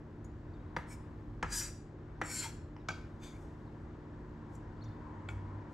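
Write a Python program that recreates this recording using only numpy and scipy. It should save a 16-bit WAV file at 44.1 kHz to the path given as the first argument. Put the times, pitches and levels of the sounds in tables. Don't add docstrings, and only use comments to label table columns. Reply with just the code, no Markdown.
import sys
import numpy as np
from scipy import signal
from scipy.fft import rfft, irfft, next_fast_len
from scipy.io import wavfile
from scipy.ndimage import uniform_filter1d, map_coordinates

SR = 44100
rng = np.random.default_rng(int(sys.argv[2]) if len(sys.argv) > 2 else 0)


def undo_db(level):
    steps = np.asarray(level, float) / 20
    return 10 ** steps


def generate_wav(sig):
    pcm = np.round(np.clip(np.atleast_2d(sig).T, -1, 1) * 32767).astype(np.int16)
    wavfile.write(sys.argv[1], SR, pcm)


N = 252781


def chops():
    land_times = [.7638, 1.4271, 2.2138, 2.764, 2.8857, 5.2861]
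    # peak in dB, blow length in seconds, bounce in dB, worktop thump in dB.
    blows = [
        (-23.5, 0.032, -10.5, -3.5),
        (-22.5, 0.027, -8, -8.5),
        (-23.5, 0.036, -14, -5.5),
        (-44.5, 0.0087, -33, -26.5),
        (-27, 0.029, -6.5, -6),
        (-35, 0.035, -6.5, -11),
    ]
    # centre in Hz, width in Hz, level in dB.
    bodies = [
        [(946, 65, 4), (1224, 15, 4), (1680, 35, -5), (2170, 270, -8), (3340, 48, -14.5), (4900, 71, -12),
         (5680, 79, -12), (7070, 28, -26)],
        [(920, 250, 11), (1317, 15.7, 16.5), (1692, 30, 8), (2570, 150, -7), (5880, 22, -20.5), (6660, 27, -4)],
        [(815, 210, 4.5), (1085, 12, 0.5), (1250, 190, 2), (2005, 94, 7), (5730, 11, 0), (6970, 54, -13)],
        [(970, 130, 4), (3000, 120, -8), (5600, 130, -20), (6060, 89, -14)],
        [(1308, 27, 4), (1550, 7.7, 9), (2300, 77, -1.5), (3200, 25, -15), (4940, 28, -21), (5660, 24, -13),
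         (7270, 35, -24)],
        [(860, 85, -9), (1437, 50, 6.5), (1810, 46, -11), (2286, 40, 5), (2550, 86, -0.5), (3380, 330, -7),
         (4550, 500, -18), (7240, 180, -12.5)],
    ]
    # frequency in Hz, density in dB per Hz.
    colours = [
        [(88, -66), (150, -18), (928, -9), (1550, -1.5), (1870, -3.5), (2950, -16), (5020, -27), (14000, -53)],
        [(88, -16.5), (150, 10), (725, -10), (1380, 10), (3250, -11.5), (3570, -18.5), (7070, -15.5),
         (14000, -54.5)],
        [(88, -35), (150, -8), (672, -4.5), (1870, 1.5), (3440, -19.5), (5740, -31), (6310, -26), (14000, -49)],
        [(470, -40), (800, 0), (2930, -18.5), (3950, -42), (5380, -16.5), (7000, -50), (9100, -82.5),
         (15400, -120)],
        [(290, -91), (500, 7), (1550, -0.5), (1830, -45), (2220, 6.5), (2820, -5), (6970, -9), (14000, -75)],
        [(410, -40), (700, 2), (2010, -2), (2330, 1), (2850, -13), (7390, -27), (14000, -83)],
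    ]
    # modes over the knock in dB, share reaching the walls in dB,
    # flight before the bounce in seconds.
    balances = [(1, -7.5, .019), (0, -5.5, .016), (-4, -5.5, 0.032), (-3, -2, .006), (2, -6, .017),
                (6.5, -5, 0.013)]
    # centre in Hz, width in Hz, level in dB.
    worktop = [(174, 54, 3), (316.5, 33, 4.5), (503, 54, 9.5)]
    bounce_hz = 2515
    near_share = 0.45

    out = np.zeros((2, N + SR))
    t = np.arange(SR // 8) / SR
    for s, blow, body, colour, balance in zip(land_times, blows, bodies, colours, balances):
        db, length, bounce_db, thump_db = blow
        ring_db, room_db, flight = balance
        contact = (1 - np.exp(-t / 0.0006)) * undo_db(-60 * t / max(length, 0.003))
        bounce = burst(np.roll(contact, round(flight * SR)))
        bounce = filtered(bounce, lambda hz: 1 / (1 + 1j * hz / bounce_hz) ** 2)
        force = burst(contact) + undo_db(bounce_db) * bounce

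        damped = [(hz, np.hypot(width, 70), level) for hz, width, level in body]
        ring = filtered(filtered(force, modes(damped, widen=0.67)), rolled_off(body))
        ring = undo_db(ring_db) * unit(ring)
        thump = filtered(filtered(force, modes(worktop, widen=0.89)), rolled_off(worktop))
        knock = unit(filtered(force, causal(colour + [(17000, -100)])))
        hit = knock + ring + undo_db(thump_db + 2.5) * unit(thump)
        feed = undo_db(room_db) * (hit - near_share * ring)

        i = round(s * SR)
        out[:, i:i + len(t)] += undo_db(db + 1.0) * np.array([hit, feed]) / np.abs(hit).max()
    return out[:, :N]


def strokes():
    # time in seconds, speed as blade hiss in dB, pressure as board rub in dB.
    motions = [
        [(0.875, -75, -75), (0.887, -66, -88), (0.907, -59, -59.5), (0.935, -57, -58.5), (0.953, -67, -75),
         (0.965, -80, -82)],
        [(1.475, -70.5, -63.5), (1.493, -62.5, -65), (1.527, -40.5, -48.5), (1.549, -38, -47.5),
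         (1.601, -35, -56.5), (1.617, -42.5, -45.5), (1.629, -40, -51.5), (1.69, -55, -45.5), (1.7, -69, -58)],
        [(2.235, -61, -54), (2.263, -51, -57), (2.285, -51, -63.5), (2.305, -44, -53), (2.395, -40, -51),
         (2.403, -40.5, -55), (2.411, -44.5, -45.5), (2.443, -43, -39), (2.5, -60, -62)],
        [(3.2, -79, -91), (3.222, -66, -68), (3.236, -56.5, -59), (3.252, -56.5, -66), (3.264, -57.5, -60.5),
         (3.316, -66, -74), (3.37, -76, -64)],
    ]
    # start in seconds, end in seconds.
    contacts = [(.875, .965), (1.475, 1.7), (2.235, 2.5), (3.2, 3.37)]
    # centre in Hz, width in Hz, level in dB.
    first_strokes = [
        [[(5500, 32, 6), (6500, 50, -2), (7720, 32, -3), (8650, 80, -10), (9460, 51, -4), (11200, 30, -11),
         (13500, 31, -21), (14400, 40, -20)], [(4200, 130, -21), (5330, 31, 4), (5910, 33, -3), (7010, 50, -2),
         (8400, 100, -14), (8630, 100, -7), (9450, 50, -13), (11700, 77, -15)]],
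        [[(3940, 73, -11.5), (4810, 32, 3), (5090, 24, -14), (5920, 32, -2.5), (6780, 36, -7), (6960, 33, -8),
         (7670, 30, -2), (8600, 30, -12), (10380, 32, -15), (11200, 60, -21)], [(4937, 45, -1), (5990, 120, -6),
         (6800, 59, -10), (7020, 26, -3.5), (7710, 30, -2.5), (8910, 130, -1), (10220, 43, -10),
         (11370, 39, -13.5), (11700, 40.8, -11.5), (12200, 51, -18), (12600, 36, -19.5)], [(3950, 25, -14.5),
         (4750, 37, -0.5), (5800, 86, -0.5), (6660, 59, -9), (7120, 46, -1.5), (7800, 66, -11),
         (8360, 38, -4.5), (11400, 30, -17), (12100, 41, -18), (12800, 110, -23.5), (13700, 36, -25)],
         [(4800, 67.2, -1), (6010, 35, -4), (6980, 60.4, -3.5), (7690, 66, -2), (8230, 25, -7.5),
         (8800, 42, -6), (10140, 26, -15), (11140, 44, -18), (12300, 36, -23), (13600, 33, -24)]],
    ]
    # centre in Hz, width in Hz, level in dB.
    last_strokes = [
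        [[(4460, 66, -14), (5290, 36.7, -7.5), (5500, 36, -5.5), (7110, 60, -0.5), (7570, 55, 1.5),
         (8120, 42, -11), (8840, 35, -11), (10000, 62, -12), (10200, 37, -17), (11500, 45, -19)],
         [(4380, 100, -10), (5400, 74, -2), (5610, 88, -7), (6100, 34, -11.5), (6940, 110, -5.5),
         (7800, 80, -1), (8390, 33, -1), (9520, 96, -6.5), (11700, 35, -12), (12200, 32, -14),
         (13500, 37, -25.5)], [(3080, 23, -19), (4480, 120, -4.5), (4600, 25, -11.5), (5470, 30, -14),
         (6370, 35, -8.5), (7120, 81, 1), (7600, 68, 1), (8400, 51, -10.5), (8820, 47, 0), (10100, 32, -11.5),
         (11770, 32, -15)], [(3210, 40, -11.5), (4250, 60, 3.5), (5370, 48, -5), (6970, 36.8, -0.5),
         (7200, 50, 1.5), (7540, 50, -2.5), (8740, 66, -18.5), (9910, 34, -20.5), (11600, 130, -25),
         (14100, 44, -29)], [(3280, 43, -3), (4370, 36, 2), (5390, 67, -9), (5940, 33, 7.5), (7310, 42, -5),
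         (7680, 66, -11), (7700, 26, -8), (9880, 32, -20.5), (11970, 47, -22), (14000, 43, -27.5)]],
        [[(3537, 27, 3.5), (4900, 50, -3), (6240, 43, -3), (6800, 60, -4), (7700, 43, -7), (10480, 60, -18),
         (11860, 200, -20)], [(3520, 67, -3), (4850, 90, -8), (6100, 78, -6), (6850, 46, 0), (9800, 53, -13),
         (11770, 120, -14), (13400, 190, -32)]],
    ]
    # centre in Hz, width in Hz, level in dB.
    rubbed = [
        [[(2266, 40, 0)], [(2260, 51, 0)]],
        [[(969, 95, -13), (1677, 23, 1.5), (2490, 60, -18)], [(950, 35, -9.5), (1656, 32, 3),
         (2030, 72, -14.5)], [(924, 66, -5), (1670, 57, 3.5), (2080, 55, -4), (2380, 90, -6.5)]],
        [[(958, 100, -4), (1470, 26, 2), (2245, 54, -2)], [(1530, 31, -7), (1890, 56, -3.5), (2297, 54, 4)],
         [(1520, 70, -10.5), (2210, 112, -6)]],
        [[(2370, 140, 0)], [(2170, 120, 0)]],
    ]
    # moment of each set in seconds,
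    # tilt of the hiss in dB per octave, hiss over the modes in dB.
    slides = [([0.79, 0.85], 4, 2.2), ([1.52, 1.565, 1.61, 1.665], 1, -3),
              ([2.265, 2.314, 2.365, 2.425, 2.48], 0.79, -2), ([3.26, 3.33], -7, -3.5)]
    rub_levels = [-9, -10, -6, 0]
    # frequency in Hz, density in dB per Hz.
    fibres = [(1800, -51.5), (2600, -14), (4500, -9), (6200, -4.5), (8000, 0), (9500, -7.5), (13500, -20.5),
              (15600, -31.5)]
    # frequency in Hz, density in dB per Hz.
    rub_colour = [(500, -70.5), (800, -25.5), (1500, 16), (2600, 12.5), (4000, -47)]
    lift_s = 0.016

    out = np.zeros(N)
    table = zip(motions, contacts, first_strokes + last_strokes, rubbed, slides, rub_levels)
    for rows, (start, end), blade, board, (moments, tilt_db, hiss_db), rub_db in table:
        part = slice(round(start * SR) - SR // 10, round(end * SR) + SR // 10)
        speed_db, press_db = [curve[part] for curve in curves(rows)]
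        t = np.arange(N)[part] / SR
        touch = np.clip(np.minimum(t - start, end - t) / lift_s + 1, 0, 1) ** 2
        grains = patches((len(t),), patchy_db=2.5)

        turns = [np.sqrt(np.interp(t, moments, only)) for only in np.eye(len(moments))]
        blade_ring = sum(gain * sung(grains, rings) for gain, rings in zip(turns, blade))
        hiss = filtered(grains, lambda hz: undo_db(along(fibres, hz) + tilt_db * np.log2(hz + 1)))
        steel = blade_ring + undo_db(hiss_db) * unit(hiss)
        board_ring = sum(gain * sung(grains, rings) for gain, rings in zip(turns, board))
        rub = filtered(grains, lambda hz: undo_db(along(rub_colour, hz)))
        wood = board_ring + undo_db(rub_db) * unit(rub)
        out[part] += touch * (undo_db(speed_db - 1.0) * unit(steel) + undo_db(press_db - 1.5) * unit(wood))
    return out


def ticks():
    # start in seconds, peak in dB, contact length in seconds.
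    touches = [
        (0.243, -51.5, 0.029),
        (1.43, -43.5, 0.028),
        (2.388, -31.5, 0.049),
        (2.437, -40.5, 0.086),
        (2.887, -42.5, 0.012),
        (2.903, -43.5, 0.013),
        (4.55, -54.5, 0.02),
        (4.836, -57.5, 0.035),
        (5.288, -65, 0.026),
    ]
    # centre in Hz, width in Hz, level in dB.
    rung = [
        [(5870, 170, -17), (6800, 460, 8), (6980, 37, 17), (8450, 200, -7), (11800, 200, -18),
         (12100, 200, -17)],
        [(1680, 12, 0), (1770, 37, -13)],
        [(7140, 81, -0.5), (7220, 160, -15.5)],
        [(916, 23, 0)],
        [(2260, 20, 3.5), (3330, 21, 10), (4640, 10, 4), (5400, 27, -7), (5900, 20, 8), (6770, 21, 5.5),
         (7060, 18, 4), (8080, 180, -6), (11800, 460, -16)],
        [(1200, 20, 19), (1490, 10, 21.5), (2390, 20, 3), (3280, 9.9, 4), (4700, 11, 4)],
        [(5930, 200, -7), (7100, 90, -2.5), (7600, 43, 4), (8800, 130, -8), (11500, 900, -25)],
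        [(4930, 590, -6.5), (5940, 180, 1), (6540, 590, -14), (6950, 14, 4), (11700, 900, -31)],
        [(7100, 25, 1), (7650, 40, -3)],
    ]
    out = np.zeros(N + SR)
    t = np.arange(SR // 3) / SR
    for (s, db, length), rings in zip(touches, rung):
        force = burst(t / length * undo_db(-60 * t / length))
        resonance, rolloff = modes(rings, widen=1), rolled_off(rings)
        ring = filtered(force, lambda hz: resonance(hz) * (1j * hz / (4000 + 1j * hz)) ** 2 * rolloff(hz))
        i = round(s * SR)
        out[i:i + len(t)] += undo_db(db + 3.3 * wobble(120)[:len(t)]) * ring / np.abs(ring).max()
    return out[:N]


def fingers():
    # loudest moment in seconds, level in
    # dB, rise in seconds, fall in seconds.
    brushes = [(.77, -68, .002, 0.068), (2.89, -73.5, .002, 0.2), (3.4, -77, 0.19, .25),
               (3.8, -88.5, 0.091, 0.14), (4.55, -74, 0.054, 0.047), (4.845, -93, .05, .05),
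               (5.292, -70.5, .002, 0.093), (5.73, -77, .03, .03)]
    # frequency in Hz, density in dB per Hz.
    skin_colour = [(3000, -24), (6000, 0.5), (8500, -3.5), (10000, -10.5), (12500, -11), (13200, -19),
                   (14500, -71)]
    fade_db = 18.5
    skin = unit(filtered(rng.standard_normal(N), lambda hz: undo_db(along(skin_colour, hz))))
    skin = skin * undo_db(1.2 * wobble(64))
    out = np.zeros(N)
    for s, db, rise, fall in brushes:
        out += undo_db(db - fade_db * np.abs(arch(s, rise, fall))) * skin
    return out


def ears(x):
    # frequency in Hz, left over right in dB.
    lean = [(200, -1), (700, 0.5), (1300, 2.5), (2600, 1), (5000, 1), (8000, 4), (10000, 0.9), (13000, 1.5)]
    # frequency in Hz, share of the direct sound.
    reflection = [(500, 0.18), (1200, 0.13), (3300, 0.34), (5500, .2), (8000, 0.056), (10000, .1),
                  (13000, 0.51)]
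    delays = np.array([[0.0009], [0.0013]])

    def response(hz):
        echo = 1 + along(reflection, hz) * np.exp(-2j * np.pi * hz * delays)
        return undo_db(along(lean, hz) * [[0.5], [-0.5]]) * echo
    return filtered(x, response)


def kitchen(x):
    # frequency in Hz, t60 in seconds.
    decay = [(200, 0.15), (1000, 0.45), (4000, 0.47), (8000, 0.36), (14000, 0.26)]
    hz, t, z = signal.stft(rng.standard_normal((2, SR // 2)), SR, nperseg=256)
    a, b = signal.istft(z * undo_db(-60 * t / along(decay, hz)[:, None]), SR, nperseg=256)[1]
    tail = rfft(np.array([a + 0.75 * b, a - 0.08 * b]))
    near, wide = (uniform_filter1d(np.abs(tail) ** 2, size=k, axis=1) for k in (12, 300))
    tail = irfft(tail * np.sqrt(np.abs(wide / near)))
    tail = tail * np.clip(np.linspace(4, -1, tail.shape[1]), 0, 1) ** 2
    late = np.pad(x, (130, 0))[None]
    return signal.fftconvolve(late, tail / np.linalg.norm(tail[0]), axes=1)[:, :N]


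def bird():
    # top of the arch in seconds, climb in seconds, fall in seconds, top in Hz, level in dB.
    notes_sung = [(.541, 0.0066, 0.0046, 4700, -80), (.552, 0.02, 0.023, 3700, -84.5),
                  (.607, 0.0077, 0.012, 3850, -83), (2.804, .003, 0.019, 3900, -84),
                  (3.66, .003, 0.028, 4400, -86), (4.8, .035, .003, 4900, -87.5),
                  (4.823, 0.015, 0.016, 4400, -72.5), (4.867, 0.013, 0.013, 3660, -74),
                  (4.893, 0.012, 0.002, 5000, -80), (4.924, 0.0069, .004, 3700, -82)]
    rest_hz = 3300
    out = np.zeros(N)
    t = np.arange(N) / SR
    for s, climb, fall, top_hz, db in notes_sung:
        hz = top_hz - (top_hz - rest_hz) * np.minimum(((t - s) / max(climb, fall)) ** 2, 1.2)
        half = 0.6 * (climb + fall)
        swell = np.clip(1 - arch(s + (fall - climb) / 2, half, half) ** 2, 0, 1)
        out += swell * undo_db(db + 8.5 + 1.8 * wobble(150)) * np.sin(2 * np.pi * np.cumsum(hz) / SR)
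    return out


def hum():
    # frequency in Hz, width in Hz, level in dB.
    motor_lines = [(112.8, 5, -57.5), (150.76, 1.97, -55.5), (228.4, 8.24, -57.5), (299.3, 7.3, -56),
                   (331.2, 8.86, -61), (357.5, 3.36, -58.5), (421, 4.3, -64.5)]
    t = np.arange(N) / SR
    out = np.zeros(N)
    for hz, width, db in motor_lines:
        drift = 2 * np.pi * (hz * t + np.cumsum(0.2862 * width * wobble(6)) / SR + rng.random())
        fuzz = unit(filtered(rng.standard_normal(N), modes([(hz, width, 0)], widen=0.48)))
        out += undo_db(db) * unit(np.sqrt(2) * np.sin(drift) + 0.0064 * width ** 2 * fuzz)
    return filtered(out, rolled_off(motor_lines))


def street():
    # time in seconds, effort in dB.
    load = [(0, -58), (.14, -50.5), (1.0, -50), (1.43, -48.5), (1.72, -49.5), (1.86, -52.5), (2.3, -51),
            (2.7, -51.5), (3.05, -50.5), (3.4, -50.5), (4.1, -52), (4.9, -50.5), (5.35, -52.5),
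            (5.73, -54.5)]
    # time in seconds, tyre level in dB.
    nearness = [(0, -70), (.9, -64), (1.8, -72.5), (2.4, -61.5), (2.75, -70.5), (3.3, -64.5), (4.6, -62),
                (5.3, -58), (5.73, -59.5)]
    # frequency in Hz, density in dB per Hz.
    deep = [(11, -49), (18, -21.5), (43, -2.5), (75, -5), (98, -29.5), (160, -120)]
    # frequency in Hz, density in dB per Hz.
    engine = [(45, -55.5), (65, 3), (90, 20), (108, 14.5), (125, 6), (140, -51)]
    # frequency in Hz, density in dB per Hz.
    tyres = [(600, -120), (780, -4), (1000, 7), (1200, -9), (1750, -12), (2300, -19.5), (3000, -120)]
    # frequency in Hz, density in dB per Hz.
    still_air = [(115, -21), (170, -3.5), (223, -5), (307, -3.5), (391, -9), (560, -11.5), (640, -14.5),
                 (1750, -22), (2410, -33), (7600, -48), (8800, -58), (10000, -84.5), (12500, -85),
                 (13300, -120)]
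    # centre in seconds, half length in seconds, firing rate in Hz, level in dB.
    surges = [(0.572, 0.092, 92, -51), (1.493, 0.13, 42, -45.5), (2.576, 0.17, 84.3, -52),
              (2.973, 0.071, 88, -55.5), (4.881, 0.078, 106.2, -48), (5.42, 0.21, 96.8, -44),
              (5.4, 0.12, 59, -49)]
    air_db, air_follows = -55, 0.28

    effort_db, tyre_db = curves(load)[0], curves(nearness)[0]
    t = np.arange(N) / SR
    low = undo_db(-2.5) * drone(deep, span=0.48) + undo_db(-3) * drone(engine, span=0.18)
    uneven_db, drift = 1.8 * wobble(13), 1.06 * wobble(11)
    revs = np.zeros(N)
    for s, half, hz, db in surges:
        swell = np.exp(-((t - s) / half) ** 2)
        revs += undo_db(db + 3.0 + uneven_db) * swell * np.sin(2 * np.pi * hz * t + drift)
    follow_db = air_follows * (tyre_db - tyre_db.mean())
    air = undo_db(air_db + 0.2 + follow_db) * rush(still_air, patchy_db=0.5)
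    rolling = undo_db(tyre_db - 1.5 + 2.3 * wobble(3.92)) * rush(tyres, patchy_db=-1.0)
    return undo_db(effort_db) * low + revs + rolling + air


def drone(spectrum, span):
    x = rush(spectrum, patchy_db=0.5)
    power = uniform_filter1d(x.mean(axis=0) ** 2, size=round(span * SR))
    return unit(x / np.sqrt(np.abs(power) + 0.05))


def rush(spectrum, patchy_db):
    # frequency in Hz, correlation.
    alike = [(60, 1), (150, 0.97), (380, 0.9), (950, 0.62), (2380, 0.68), (4000, 0.45), (8000, 0.84),
             (11000, 0.4)]

    def response(hz):
        turn = np.arccos(np.clip(along(alike, hz), -1, 0.995)) / 2
        return undo_db(along(spectrum, hz)) * [np.cos(turn), np.sin(turn)]
    mid, side = filtered(patches((2, N), patchy_db), response)
    return unit(np.array([mid + side, mid - side]))


def burst(envelope):
    x = rng.standard_normal(len(envelope)) * envelope
    for _ in range(4):
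        z = rfft(x)
        x = irfft(z / (np.abs(z) + 1e-12), len(x))
        x *= envelope / np.sqrt(np.abs(uniform_filter1d(x ** 2, size=40)) + 1e-20)
    return x


def patches(size, patchy_db):
    z = signal.stft(rng.standard_normal(size), nperseg=512)[2]
    field = uniform_filter1d(rng.standard_normal(z.shape[-2:]), size=6, axis=0)
    field = uniform_filter1d(field, size=12, axis=1)
    return signal.istft(z * undo_db(patchy_db * unit(field)), nperseg=512)[1][..., :size[-1]]


def sung(drive, rows):
    each = [(-1) ** k * filtered(drive, modes([row], widen=0.81)) for k, row in enumerate(rows)]
    each = np.array(each)
    power = np.abs(uniform_filter1d(each ** 2, size=500, axis=1))
    power = power / np.mean(each ** 2, axis=1, keepdims=True)
    return unit(np.sum(each / (power + 0.15) ** 0.3, axis=0))


def modes(rows, widen):
    def response(f):
        total = 0
        for k, (centre, width, db) in enumerate(rows):
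            damping = 1j * f * width * widen
            total = total + (-1) ** k * undo_db(db) * damping / (centre * centre - f * f + damping)
        return total
    return response


def rolled_off(rows):
    return lambda hz: 1 / (1 + 1j * hz / (1.56 * rows[-1][0])) ** 4


def causal(points):
    def response(hz):
        cepstrum = irfft(np.log(undo_db(np.maximum(along(points, hz), -100))))
        half = len(cepstrum) // 2
        return np.exp(rfft(np.r_[cepstrum[0], 2 * cepstrum[1:half], np.zeros(half)]))
    return response


def filtered(x, response):
    m = 2 * next_fast_len(x.shape[-1] // 2 + 4096)
    return irfft(rfft(x, m) * response(np.fft.rfftfreq(m, 1 / SR)), m)[..., :x.shape[-1]]


def along(points, hz):
    f, v = np.transpose(points)
    return np.interp(np.log(hz + 1), np.log(f + 1), v)


def curves(rows):
    s, *cols = np.transpose(rows)
    return [np.interp(np.arange(N) / SR, s, c) for c in cols]


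def wobble(rate):
    knots = rng.standard_normal(int(N * rate / SR) + 4)
    return map_coordinates(knots, [np.arange(N) * rate / SR])


def arch(top, before, after):
    t = np.arange(N) / SR - top
    return t / np.where(t < 0, max(before, 0.001), max(after, 0.001))


def unit(x):
    return x / np.sqrt(np.mean(x ** 2) + 1e-20)


def scene():
    # frequency in Hz, left over right in dB.
    window = [(150, 0), (400, .8), (1000, 3), (3500, 3), (5000, .8), (12000, 6)]
    (blows, feed), slides, far = chops(), strokes(), bird()
    taps = ticks() + fingers()
    wet = kitchen(feed)
    wet = wet + undo_db(-8.5) * kitchen(slides * (0.25 + wobble(260)) + undo_db(-2.5) * taps)
    wet = wet + undo_db(-4.5) * kitchen(far * wobble(150))
    background = filtered(hum() + street(), lambda hz: undo_db(along(window, hz) * [[0.5], [-0.5]]))
    return ears(blows + slides + taps) + far + wet + background


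def top_cut(x):
    return signal.sosfilt(signal.butter(12, 15680, fs=SR, output="sos"), x)


def record(dry):
    # frequency in Hz, lead in radians.
    lead = [(100, -0.1), (750, -.2), (1500, -.4), (2600, -0.8), (3300, -.6), (4200, -.35), (6500, -.1),
            (8000, 0)]
    ports = filtered(dry, lambda hz: np.exp(1j * along(lead, hz) * [[0.5], [-0.5]]))
    held = ports / (1 + np.abs(ports / 0.11) ** 4) ** (1 / 4)
    limited = filtered(held, lambda hz: hz < 15700)
    return top_cut(limited)


dry = scene()
out = record(dry)
generate_wav(out)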